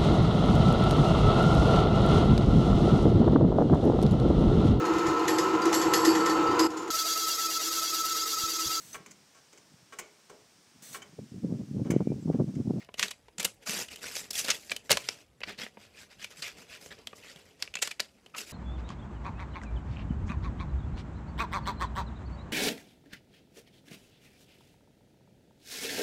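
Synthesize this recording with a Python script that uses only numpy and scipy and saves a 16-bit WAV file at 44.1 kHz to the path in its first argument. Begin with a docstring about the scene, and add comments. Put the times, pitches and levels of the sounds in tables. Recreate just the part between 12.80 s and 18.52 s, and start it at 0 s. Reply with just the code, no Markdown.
"""Sharp snaps and a papery rustle: a sheet of notebook paper is turned over and folded by hand,
close to the microphone in a small bedroom. The sheet snaps where it buckles. In between, its layers
slide over each other and over the fingers, tiny creases tick, and the loose part flutters, soft and low.
Fingertips tap and squeak faintly on it. The room adds a short echo and a faint rumble."""
import sys
import numpy as np
from scipy import signal
from scipy.fft import rfft, irfft
from scipy.io import wavfile
from scipy.ndimage import uniform_filter1d

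SR = 44100
rng = np.random.default_rng(int(sys.argv[2]) if len(sys.argv) > 2 else 0)


def output_pcm(signal):
    """Save a mono or channel-first signal as 16-bit PCM at the path in sys.argv[1].

    Samples are clipped to [-1, 1] before scaling.
    """
    pcm = np.clip(np.atleast_2d(signal).T, -1, 1) * 32767
    wavfile.write(sys.argv[1], SR, np.round(pcm).astype(np.int16))


N = 252252
TIME = np.arange(N) / SR

# How strong each pitch is in a snap: (frequency [Hz], level [dB])
SNAP_TONE = [(40, -21), (90, -16.5), (170, -12), (300, -12), (550, -1.5), (900, -8), (1500, -3.5),
             (2700, 0.5), (5000, -3.5), (7700, -6.5), (9000, -11), (13000, -17), (16000, -32)]
def snap(time_s, level_db, rise_s, fall_s, ring_hz, ring_db, tilt_db, thump_db):
    """A crease gives way: small slips build to one crack and fade, making the paper around it ring."""
    lead = 2048  # samples before the crack
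    t = np.arange(-lead, lead) / SR
    hz = np.fft.rfftfreq(len(t), 1 / SR) + 1
    build_up = np.exp(-(t / (1.6 * rise_s + .0003)) ** 2) + 0.077 * np.exp(-abs(t) / (rise_s + .001))
    fade = np.exp(-(abs(t) / (fall_s + 1 / SR)) ** 1.12)
    swell = np.where(t < 0, build_up, fade)
    spectrum = rfft(swell * rng.standard_normal(len(t)) * (rng.random(len(t)) < .5))
    spectrum += 3.2 * rfft(t == 0) / (1 + (hz / 5500) ** 4)  # the crack is duller than the slips
    strength = np.sqrt(uniform_filter1d(abs(spectrum) ** 2, size=61) + 1e-9)
    push = irfft(spectrum / strength)  # together they push all pitches alike
    tone_db = look_up(SNAP_TONE, hz) + tilt_db * np.maximum(np.log2(hz / 2500), 0)
    tone_db += thump_db / (1 + (hz / 800) ** 3)
    tone_db += ring_db / (1 + (np.log2(hz / ring_hz) / 0.19) ** 2)
    sound = signal.fftconvolve(push, paper_click(tone_db))
    ten_ms = SR / 100
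    return time_s - lead / SR, amp(level_db) * sound * np.sqrt(ten_ms / np.sum(sound ** 2))


def paper_click(tone_db, spread_s=0.000503):
    """A click in paper rings with the given tone; its short ripples outrun the long ones."""
    cepstrum = irfft(np.log(amp(tone_db)))
    half = len(cepstrum) // 2
    cepstrum[1:half] *= 2  # folding it in half puts the ringing after the click, never before
    cepstrum[half + 1:] = 0
    hz = np.fft.rfftfreq(2 * half, 1 / SR)
    phase_lag = 4 * np.pi * np.sqrt(3000 * hz) * spread_s
    return irfft(np.exp(rfft(cepstrum) - 1j * phase_lag))


# Each time the sheet buckles: (time [s], level over 10 ms [dB], build-up [s], ringing pitch [Hz],
# extra treble [dB per octave], low thump [dB])
BUCKLES = [(0.1416, -44, 0.00033, 2910, 1.5, 19), (0.1949, -27.5, .0002, 1150, -1.5, -23),
           (0.228, -24.5, 0.00015, 6660, -7, -19), (0.2354, -28, 0.0061, 975, -1.5, -11),
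           (0.2825, -41.5, 0.00018, 3900, 4, 12), (0.312, -37.5, 0.0023, 1060, 1.5, -11),
           (0.5837, -37.5, 0.00078, 7300, 0, 0), (0.5996, -32.5, 0.0016, 7550, -0.5, 1.5),
           (0.6056, -34.5, 0.0043, 2310, 4, -9), (0.6293, -37, 0.00033, 3160, 9, 17),
           (.6508, -23, 0.0023, 2730, 7.5, 10.5), (0.8951, -33, 0.00035, 2590, 4.5, 9),
           (1.086, -45.5, 0.0019, 2910, 0.5, -2), (1.16, -44.5, 0.00089, 2880, 6, 1),
           (1.24, -43.5, .0005, 1490, -9, 8), (1.368, -34, .0035, 5300, 0, 2),
           (1.509, -33.5, 0.0015, 5130, 7.5, 7.5), (1.5322, -41.5, .0002, 3440, 10, -7),
           (1.5554, -34.5, 0.00089, 3300, 6, -8), (1.5926, -27.5, 0.0064, 6300, 5, -16),
           (1.6492, -34, 0.0037, 4420, 4.5, 12), (1.6838, -31.5, .0003, 1700, 1.5, 9),
           (1.6927, -29, .004, 1520, -2.5, 4), (1.705, -21.5, 0.0017, 6300, -0.5, -10),
           (1.7155, -28.5, 0.0019, 5400, -2.5, -19), (1.8966, -41, .0003, 4730, -6.5, -16),
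           (1.9075, -44.5, .001, 7500, 1, -6), (1.9181, -27.5, .0014, 2300, -2, 1.5),
           (1.9646, -36, 0.0006, 2980, 4.5, 0), (2.0952, -34.5, .0002, 1620, -4, 7),
           (2.1092, -19.5, .0034, 820, 1, 9.5), (2.1163, -19, 0.00027, 4340, 7.5, 4),
           (2.1193, -25, .0012, 2800, -0.5, -3), (2.1283, -26.5, .0008, 5920, 1, 8),
           (2.1717, -27, 0.00051, 1030, -1, 2), (2.2879, -27.5, 0.00037, 5300, -2, 1.5),
           (2.616, -44, .0003, 2670, -14, 13.5), (2.6354, -33.5, 0.0011, 4720, -16.5, -9.5),
           (2.865, -43, .0003, 1920, -9, 13), (3.4452, -37, 0.0016, 2510, 0, -8),
           (3.625, -36, 0.002, 4420, 1, -1), (4.2717, -37.5, 0.00037, 3360, 1, -1.5),
           (4.8244, -29.5, 0.00016, 4970, -1, -10.5), (4.876, -45.5, 0.00017, 2500, -6, 5),
           (4.94, -39, 0.00016, 2700, -2.5, -5), (4.9543, -33, 0.00023, 7100, -4.5, -4),
           (4.9689, -37, 0.00044, 2650, -7, -6), (4.9888, -44.5, 0.00023, 2630, 1, 9),
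           (5.0271, -23.5, 0.0038, 7400, 1, -4), (5.0745, -35.5, 0.00038, 1150, 1.5, -5),
           (5.114, -36, 0.0028, 2300, -0.5, -9), (5.1973, -32.5, .0005, 1940, -4, -5),
           (5.2028, -27.5, 0.00083, 4560, 1, 2.5), (5.549, -43.5, .0013, 1230, -10, -6),
           (5.5838, -37, 0.0018, 2680, 3.5, 0)]
def buckling():
    """The sheet snaps as it buckles. Slow snaps fade slowly; small, sudden ones ring more clearly."""
    out = np.zeros(N)
    for time_s, level_db, rise_s, ring_hz, tilt_db, thump_db in BUCKLES:
        ring_db = 13.5 - 0.14 * (level_db + 38) - 1300 * rise_s
        fall_s = 0.0022 + rise_s
        add(out, *snap(time_s, level_db, rise_s, fall_s, ring_hz, ring_db, tilt_db, thump_db))
    return out


# Each stroke of paper over paper or skin: (time at full speed [s], run-up [s], hold [s], rasp level [dB],
# fizz compared with rasp [dB], flutter compared with rasp [dB])
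STROKES = [(0, .01, 0.0017, -55, -32, -12), (.195, 0.022, 0.065, -41.5, -5.5, -13),
           (0.596, 0.011, 0.062, -48, -5, -4), (0.829, .02, .005, -60, -5.5, -1),
           (.87, 0.013, 0.044, -42, 2, -11), (0.926, .03, 0.09, -40, 1, -7),
           (1.111, .015, 0.024, -50, -3.5, -8), (1.185, .02, 0.0041, -57, -3, -4),
           (1.235, 0.028, 0.055, -44.5, -3, -9.5), (1.355, 0.059, 0.042, -46, 3.5, -13),
           (1.44, 0.029, 0.013, -54, -2.5, -7), (1.577, .055, 0.026, -41.5, 5.5, -21),
           (1.67, 0.056, 0.082, -45, -1, -7.5), (1.77, .03, 0.12, -63.5, 6, -8),
           (1.913, .012, 0.0082, -46.5, -5.5, -2), (2.055, 0.02, .02, -68.5, 5, 5.5),
           (2.109, .008, 0.023, -37, -6.5, -3), (2.16, .02, 0.17, -51.5, -4, -15),
           (2.33, .03, 0.081, -60.5, -5.5, -4), (2.689, 0.028, 0.016, -41.5, -20.5, -7.5),
           (2.792, 0.017, 0.047, -42.5, -11.5, -10.5), (3.02, 0.047, 0.033, -58, -8, -7.5),
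           (3.195, 0.065, 0.038, -53.5, -7, -16), (3.32, 0.029, 0.0099, -55.5, -12.5, -19),
           (3.425, .045, 0.023, -48, -9.5, -25), (3.51, 0.017, 0.0074, -54.5, -4.5, -12),
           (3.58, 0.027, 0.027, -53, -2, -25), (3.63, 0.0096, 0.049, -40.5, -10, -16),
           (3.79, 0.038, 0.026, -54.5, -6, -2.5), (3.915, 0.039, 0.049, -49.5, -9.5, -16),
           (4.02, 0.03, 0.051, -58, 3, -4), (4.11, .006, 0.019, -52, -11.5, -3.5),
           (4.193, 0.018, 0.0032, -54.5, -21, -0.5), (4.363, .012, 0.0091, -73.5, 16, -8),
           (4.455, .045, 0.063, -53, -9, -9.5), (4.565, .03, .05, -64, -5.5, -11),
           (4.812, 0.025, 0.017, -56, -8, -8), (5.052, .02, 0.0084, -40, -6.5, -26),
           (5.571, .012, 0.043, -43.5, -1, -12), (5.674, 0.019, .045, -55, 3, -19)]
# Light brushing, as a held sheet never lies quite still: (time [s], level [dB])
LIGHT_BRUSHING = [(0, -57), (.08, -77.5), (.55, -75), (.85, -76.5), (1.45, -64.5), (2.05, -70),
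                  (2.55, -78.5), (2.9, -71), (3.35, -70), (3.75, -64), (4.3, -67), (4.75, -66.5),
                  (5.4, -73), (5.72, -60.5)]
def sheet_motion(run_up_db=21.5, coast_db_per_s=421, shiver_db_per_s=329):
    """Brushing, strokes and a shiver after each buckle set how loud rasp, fizz and flutter are."""
    brush_db = np.interp(TIME, *np.transpose(LIGHT_BRUSHING)) + 1.5 * wander(rate_hz=14)
    power = np.outer(amp([0, -7, 0.5]), amp(brush_db)) ** 2  # rows: rasp, fizz, flutter
    t = TIME[:SR // 2]
    for time_s, run_up_s, hold_s, level_db, fizz_db, flutter_db in STROKES:
        since_full_speed = t - 2 * run_up_s
        shape_db = -run_up_db * (np.minimum(since_full_speed, 0) / run_up_s) ** 2
        shape_db -= coast_db_per_s * np.maximum(since_full_speed - hold_s, 0)
        for layer, layer_db in zip(power, (0, fizz_db, flutter_db)):
            add(layer, time_s - 2 * run_up_s, amp(level_db + layer_db + shape_db) ** 2)
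    for time_s, level_db, *_ in BUCKLES:
        shiver_db = level_db - 20 - shiver_db_per_s * t
        for layer, layer_db in zip(power, (0, -10, -6.5)):
            add(layer, time_s, amp(shiver_db + layer_db) ** 2)
    return np.sqrt(power)


def fibre_slips(per_s, spread_db, brushing, ring_s):
    """Fibres catch and let go: tiny clicks of uneven size, scattered in the sheet, over a smooth hiss."""
    sizes = amp(spread_db * np.minimum(rng.exponential(1, N), 3))
    clicks = sizes * rng.choice([-1, 1], N) * (rng.random(N) < per_s / SR)
    scatter = np.exp(-TIME[:512] / ring_s) * rng.standard_normal(512)
    scatter = irfft(np.exp(1j * np.angle(rfft(scatter))))  # smears each click but keeps its tone
    return unit_level(signal.oaconvolve(clicks, scatter)[:N]) + brushing * rng.standard_normal(N)


# The tone of the middle rasp, the high fizz and the low flutter: (frequency [Hz], level [dB])
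RASP_TONE = [(250, -34.5), (550, -12.5), (900, -12.5), (1300, -2), (2000, 2), (2800, 4), (3900, -2.5),
             (5000, -3), (7000, -20), (10000, -35), (16000, -49.5)]
FIZZ_TONE = [(2500, -44), (4500, -4.5), (5500, -0.5), (7600, 1.5), (8700, -5), (11000, -6), (13300, -9),
             (15200, -14.5), (16000, -40)]
FLUTTER_TONE = [(30, -28), (70, -5), (120, -6.5), (180, 0), (300, -2), (480, 1), (700, -4.5), (1000, -12.5),
                (2500, -42.5)]
def rustling():
    """Sliding layers rasp and fizz; the bending sheet flutters, crinkles and rings at shifting pitches."""
    rasp_gain, fizz_gain, flutter_gain = sheet_motion()
    grip_db = 0.27 * wander(rate_hz=83)  # the hand pulls unevenly
    slips = fibre_slips(per_s=1500, spread_db=5.5, brushing=0.93, ring_s=0.00071)
    rasp = patchy_tone(slips, RASP_TONE, patch_db=3.5, patch_hz=420, patch_s=.015, size=512)
    fizz = patchy_tone(slips, FIZZ_TONE, patch_db=4.0, patch_hz=600, patch_s=.012, size=512)
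    flutter = patchy_tone(slips, FLUTTER_TONE, patch_db=2.0, patch_hz=90, patch_s=0.037, size=1024)
    sliding = rasp_gain * rasp + fizz_gain * fizz + flutter_gain * flutter
    return amp(grip_db) * sliding + crinkling(rasp_gain)


def crinkling(rasp_gain, count=260, low_hz=1500, high_hz=7000):
    """Tiny creases tick at random, each as strong as the sheet's motion at that moment."""
    out = np.zeros(N)
    for k, (when, size, pitch) in enumerate(rng.random((count, 3))):
        at = int((k + when) / count * (N - 1))
        relative_db = -13.5 + 9.5 * size ** 2
        ring_hz = low_hz * (high_hz / low_hz) ** pitch
        start_s, tick = snap(at / SR, relative_db, rise_s=0.00029, fall_s=0.0027,
                             ring_hz=ring_hz, ring_db=13.5, tilt_db=4, thump_db=0)
        add(out, start_s, rasp_gain[at] * tick)
    return out


# Each wobble of the sheet: (time [s], peak level [dB], length [s], first pitch [Hz], last pitch [Hz])
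SHEET_WOBBLES = [(.225, -48.5, 0.064, 206, 170), (.585, -41.5, 0.032, 187, 180),
                 (.642, -45.5, 0.058, 201, 175), (.89, -38.5, 0.024, 190, 175), (.95, -48, 0.08, 199, 177),
                 (2.225, -55, 0.12, 138.4, 99.5), (2.33, -58, 0.092, 152.4, 118),
                 (2.82, -57, 0.05, 222, 262), (2.965, -54, 0.047, 191, 232), (3.425, -58, 0.052, 219, 203),
                 (3.58, -53.5, 0.073, 172, 106), (4.557, -51, 0.036, 156.4, 166)]
def wobbling():
    """The loose sheet's lowest note swells quickly and fades slowly, gliding as the bend changes."""
    out = np.zeros(N)
    for time_s, level_db, length_s, first_hz, last_hz in SHEET_WOBBLES:
        progress = np.linspace(0, 1, round(length_s * SR))
        cycles = np.cumsum(first_hz + (last_hz - first_hz) * progress) / SR
        swell = np.sin(np.pi * np.sqrt(progress)) ** 2
        add(out, time_s, amp(level_db) * swell * np.sin(2 * np.pi * (cycles + rng.random())))
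    return out


# Each tap: (time [s], level over 10 ms [dB], ringing pitch [Hz], extra treble [dB per octave])
FINGER_TAPS = [(.0887, -48.5, 960, -19), (0.4833, -53.5, 920, -4), (2.6054, -50.5, 1980, 1),
               (2.971, -48, 917, -23), (4.0607, -48.5, 6710, -2.5), (4.33, -46, 1180, -14),
               (4.5605, -51.5, 3270, 2), (5.462, -51.5, 2980, 0)]
def tapping():
    """A fingertip lands on the sheet with a dull tap: a soft snap with a strong low thump."""
    out = np.zeros(N)
    for time_s, level_db, ring_hz, tilt_db in FINGER_TAPS:
        add(out, *snap(time_s, level_db, rise_s=.0003, fall_s=.004,
                       ring_hz=ring_hz, ring_db=12.5, tilt_db=tilt_db, thump_db=18))
    return out


# Each drag of a fingertip: (time [s], level [dB], length [s], first pitch [Hz], last pitch [Hz])
FINGER_SQUEAKS = [(0.86, -46.5, 0.022, 1600, 990), (3.513, -60, 0.033, 2020, 1095),
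                  (4.102, -51, 0.036, 1847, 1536), (5.538, -46, 0.029, 1336, 1080)]
def squeaking(jitter=0.146, octave_db=-5):
    """Skin sticks and slips unevenly on the paper: a rough, falling note with the octave above it."""
    out = np.zeros(N)
    for time_s, level_db, length_s, first_hz, last_hz in FINGER_SQUEAKS:
        count = round(length_s * SR)
        uneven = unit_level(uniform_filter1d(rng.standard_normal(count), size=30))
        pitch_hz = np.linspace(first_hz, last_hz, count) * (1 + jitter * uneven)
        phase = 2 * np.pi * np.cumsum(pitch_hz) / SR
        note = np.sin(phase) + amp(octave_db) * np.sin(2 * phase)
        add(out, time_s, amp(level_db) * unit_level(note * signal.windows.tukey(count)))
    return out


# How long the room's echo lasts: (frequency [Hz], time to fade by 60 dB [s])
ECHO_FADE = [(150, 0.24), (600, .25), (2500, 0.11), (5000, 0.2), (9000, 0.23), (15000, 0.074)]
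def room_echo(sound, early_db, tail_db):
    """Near surfaces throw back a few quick echoes, then the furnished room dies away."""
    size = SR // 2
    echoes = rng.choice([-1., 1.], size) * (rng.random(size) < 4000 / SR)
    hz, t, bands = signal.stft(echoes, SR, nperseg=256)
    fade = amp(-60 * t / look_up(ECHO_FADE, hz)[:, None])
    tail = signal.istft(bands * fade, SR, nperseg=256)[1][:size]
    tail *= np.clip(TIME[:size] / 0.008 - 1, 0, 1)  # comes in between 8 and 16 ms
    early = np.zeros(size)
    early[(rng.uniform(.002, .012, size=8) * SR).astype(int)] = rng.uniform(-0.92, 1, size=8)
    response = amp(early_db) * early / np.linalg.norm(early) + amp(tail_db) * tail / np.linalg.norm(tail)
    return sound + signal.fftconvolve(sound, response)[:N]


# The tone of the background rumble: (frequency [Hz], level [dB])
RUMBLE_TONE = [(20, -17.5), (40, -9), (60, 0.5), (130, -5.5), (250, -9), (450, -12.5), (900, -21.5),
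               (2000, -27.5), (5000, -37.5), (10000, -32), (16000, -45.5)]
def house_rumble(level_db):
    """The house rumbles faintly the whole time."""
    noise = rng.standard_normal(N)
    return amp(level_db) * patchy_tone(noise, RUMBLE_TONE, patch_db=5, patch_hz=45, patch_s=.062, size=2048)


def patchy_tone(sound, tone, patch_db, patch_hz, patch_s, size):
    """Gives a sound a tone, with random louder and softer patches across time and pitch."""
    frames = dict(fs=SR, nperseg=size, noverlap=size - size // 4)
    hz, t, bands = signal.stft(sound, **frames)
    patches = rng.standard_normal(bands.shape)
    patches = uniform_filter1d(patches, round(patch_hz / hz[1]), axis=0)
    patches = uniform_filter1d(patches, round(patch_s / t[1]), axis=1)
    bands *= amp(look_up(tone, hz)[:, None] + patch_db * unit_level(patches))
    return unit_level(signal.istft(bands, **frames)[1][:N])


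def wander(rate_hz):
    """A random curve that changes up to about this rate."""
    hz = np.fft.rfftfreq(N, 1 / SR)
    return unit_level(irfft(rfft(rng.standard_normal(N)) / (1 + (hz / rate_hz) ** 2), N))


def amp(db):
    """Turns decibels into a number to multiply by."""
    return 10 ** (np.asarray(db) / 20)


def unit_level(sound):
    """Scales a sound to an average (rms) level of 1."""
    return sound / np.sqrt(np.mean(sound ** 2) + 1e-20)


def look_up(table, hz):
    """Reads between a table's rows, with octaves evenly spaced."""
    row_hz, values = np.transpose(table)
    return np.interp(np.log(hz + 1), np.log(row_hz + 1), values)


def add(mix, time_s, sound):
    """Mixes a sound in at the given time."""
    part = mix[max(round(time_s * SR), 0):][:len(sound)]
    part += sound[:len(part)]


def scene():
    """The paper in the room, as one channel."""
    paper = buckling() + tapping() + wobbling() + squeaking() + rustling()
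    return (room_echo(paper, early_db=-14, tail_db=-21) + house_rumble(level_db=-66))[None]


def record(dry, low_cut_hz=44, high_cut_hz=15800):
    """The small microphone loses the deepest bass, and the recorder the highest treble."""
    thin = signal.sosfilt(signal.butter(2, low_cut_hz, "highpass", fs=SR, output="sos"), dry)
    treble_cut = signal.firwin(255, high_cut_hz, window=("kaiser", 9), fs=SR)
    return signal.oaconvolve(thin, treble_cut[None], "same")


dry = scene()
out = record(dry)
output_pcm(out)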